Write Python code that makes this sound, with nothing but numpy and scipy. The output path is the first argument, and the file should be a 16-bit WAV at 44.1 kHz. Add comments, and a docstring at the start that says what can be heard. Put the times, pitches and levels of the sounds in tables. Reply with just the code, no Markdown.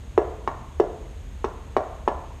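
"""A low rumble and faint hiss run throughout, in a small hard room.
Close up, knuckles rap three times on a clay tile floor, pause, then rap three times more.
Each blow rings heavily damped modes of tile and fist, in a mix set by how the hand lands,
and the skin ticks faintly. The room answers each with reflections, then a short ring."""
import sys
import numpy as np
from scipy import signal
from scipy.fft import rfft, irfft
from scipy.io import wavfile

SR = 44100
rng = np.random.default_rng(int(sys.argv[2]) if len(sys.argv) > 2 else 0)


def file_out(sig):
    """Save sig as 16-bit WAV at sys.argv[1]."""
    # one column per channel
    cols = np.atleast_2d(sig).T
    # limit, then scale
    lim = np.clip(cols, -1, 1)
    pcm = np.round(lim * 32767).astype(np.int16)
    wavfile.write(sys.argv[1], SR, pcm)


N = 105840


def undb(db):
    """Decibels to linear gain."""
    return 10 ** (np.asarray(db) / 20)


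def fade(t, t60):
    """Exponential decay, 60 dB down after t60."""
    return np.exp(-np.log(1000) * t / t60)


def noise(points):
    """Noise of rms 1, shaped by an EQ curve of (frequency [Hz], level [dB]) points."""
    hz, db = np.array(points).T
    f = np.maximum(np.fft.rfftfreq(N, 1 / SR), 1)
    eq = undb(np.interp(np.log(f), np.log(hz), db))
    shaped = irfft(rfft(rng.standard_normal(N)) * eq, N)
    return shaped / shaped.std()


def ring(t, modes):
    """Damped modes ringing after a sharp push."""
    return sum(undb(db) * fade(t, t60) * np.cos(2 * np.pi * hz * t) for hz, db, t60 in modes)


def add(out, x, start_s):
    """Mix a sound in from a given time."""
    i = int(start_s * SR)
    out[i:i + len(x)] += x[:N - i]


def background():
    """A steady bed: low rumble of the building and hiss of the microphone."""
    # EQ curves (frequency [Hz], relative spectral level [dB])
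    rumble_eq = [(15, -27.5), (28, -13.5), (43, -2), (55, -3), (68, -0.5), (85, -4), (102, -16),
                 (122, -11.5), (150, -19), (230, -22), (290, -25), (560, -31), (1200, -38.5), (2500, -72.5)]
    hiss_eq = [(500, -5), (1500, 4.5), (2500, 3.5), (3700, 0.5), (5000, -8), (6000, -7.5), (6530, 3.5),
               (7000, -4), (8800, -7.5), (10400, -17.5), (12000, -12.5), (13500, -19), (14700, -28)]
    rumble_db, hiss_db = -37.5, -56.5
    return undb(rumble_db) * noise(rumble_eq) + undb(hiss_db) * noise(hiss_eq)


def room(x):
    """Hard surfaces add near reflections, early scatter, a diffuse tail and standing waves."""
    # slaps off nearby walls and cupboards (delay [s], level [dB])
    reflections = [(.0024, -11.5), (.0046, -24), (0.0122, -26), (0.0143, -21.5), (0.025, -22.5),
                   (0.04, -17)]
    # bands of the diffuse tail (centre [Hz], level [dB], t60 [s])
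    tail_bands = [(152, -6.5, 0.78), (291, -8.5, 0.38), (395, -8.5, 0.69), (637, -5, 0.68),
                  (847, -5.5, 0.75), (1037, -11, 0.84), (1170, -6, 0.86), (1700, -4.5, 0.67),
                  (3000, -10, 0.8), (8000, -8, .25)]
    # standing waves (frequency [Hz], relative level [dB])
    standing_waves = [(328, -1), (398, -5), (431, -4.5), (522, 5), (581, -4.5), (635, 0.5), (678, 4),
                      (759, 5), (921, 3.5)]
    build_s, scatter_db, scatter_t60_s = 0.0027, -5, 0.072
    standing_db, standing_t60_s = -67.5, 0.78
    t = np.arange(SR) / SR
    build = 1 - np.exp(-(t / build_s) ** 2)
    log_f = np.log(np.maximum(np.fft.rfftfreq(SR, 1 / SR), 1))
    log_centres = np.log(np.array(tail_bands)[:, 0])
    diffuse = rfft(rng.standard_normal(SR))
    response = np.zeros(SR)
    for share, (_, db, t60) in zip(np.eye(len(tail_bands)), tail_bands):
        band = irfft(diffuse * np.interp(log_f, log_centres, share), SR)  # crossfades into its neighbours
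        envelope = build * fade(t, t60)
        response += undb(db) * envelope / np.linalg.norm(envelope) * band
    envelope = build * fade(t, scatter_t60_s)
    response += undb(scatter_db) * envelope / np.linalg.norm(envelope) * rng.standard_normal(SR)
    standing = ring(t, [(hz, db, standing_t60_s) for hz, db in standing_waves])
    response += undb(standing_db) * build * standing
    response[0] += 1  # direct sound
    for delay, db in reflections:
        response += undb(db) * np.sinc((t - delay) * SR)
    return signal.fftconvolve(x, response)[:N]


def skin_tick(t, rise_s):
    """Skin flattening on the tile: a bright puff of noise with a quick attack and decay."""
    # EQ curve (frequency [Hz], relative spectral level [dB])
    tick_eq = [(1500, 5), (2800, 8), (4200, -4.5), (6000, -4), (8500, -14), (14000, -36)]
    attack = np.minimum(t / rise_s, 1)
    decay = fade(np.maximum(t - rise_s, 0), t60=0.017)
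    return attack * decay * noise(tick_eq)[:len(t)]


def radiate(x, cut_hz):
    """A small source radiates little bass."""
    return signal.sosfilt(signal.butter(4, cut_hz, "high", fs=SR, output="sos"), x)


def knuckle_blow(t, contact_ms, tuning, strike_db):
    """A rounded push rings the tile and fist; the longer the contact, the duller the knock."""
    # damped modes of tile and fist (frequency [Hz], relative level [dB], t60 [s])
    modes = [(260.7, -19, 0.043), (377.3, -5.5, 0.038), (440.4, -5.5, 0.035), (605, -5, 0.028),
             (717, -7.5, 0.029), (878, -5, 0.017), (1003.4, 0, 0.03), (1274, -18, .036), (1722, -13, 0.02),
             (2090, -18, 0.014), (2700, -9, 0.0098), (3520, -6, 0.01)]
    # thud, body, middle, clack and edge bands (bottom [Hz], top [Hz])
    strike_bands = [(230, 260), (330, 450), (580, 740), (860, 1330), (1650, 4000)]
    edges_hz, edges_db = np.ravel(strike_bands), np.repeat(strike_db, 2)
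    struck = [(hz * tuning, db + np.interp(hz, edges_hz, edges_db), t60) for hz, db, t60 in modes]
    u = t / (contact_ms / 1000)
    push = u ** 3 * np.exp(-6 * u)  # peaks halfway through the contact
    return signal.fftconvolve(ring(t, struck), push / push.sum())[:len(t)]


def knocks():
    """Six raps on the tile, each a knuckle blow layered with a skin tick."""
    # how the hand lands (time [s], contact [ms], bass cut [Hz], tuning [ratio], thud [dB], body [dB],
    # middle [dB], clack [dB], edge [dB], tick trim [dB], tick rise [s])
    raps = [(0.1775, 0.61, 317, 0.98, -10, 4, -0.5, -4, 1, -0.34, 0.0017),
            (.4760, 0.53, 240, 1.047, -6.5, -18, -15, -2, 0, -1.6, 0.0022),
            (0.7991, 0.78, 316, 0.97, -15, 4, 0, -5, -2, 0.12, 0.0028),
            (1.4432, 0.62, 243, 1.018, -1.5, -7.5, -15, -4, -7.5, 1.4, 0.0033),
            (1.7662, 0.63, 269, 1.037, 4, -6.5, 3, -.5, 3.5, 3.1, 0.0026),
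            (2.0772, 0.81, 258, 1, 2, -9.5, -3.5, 6, 8, -0.08, 0.0058)]
    blow_db, tick_db = -5, -35
    out, t = np.zeros(N), np.arange(SR // 8) / SR
    for start, contact_ms, cut_hz, tuning, *strike_db, trim_db, rise_s in raps:
        blow = knuckle_blow(t, contact_ms, tuning, strike_db)
        add(out, -undb(blow_db) * radiate(blow, cut_hz), start)
        add(out, undb(tick_db + trim_db) * skin_tick(t, rise_s), start)
    return out


def scene():
    """The knocks in the room, over the background, in mono."""
    return (room(knocks()) + background())[None]


def record(dry):
    """A steep low-pass cuts the top end."""
    top_hz = 14200
    return signal.sosfilt(signal.ellip(8, .2, 70, top_hz, fs=SR, output="sos"), dry)


dry = scene()
out = record(dry)
file_out(out)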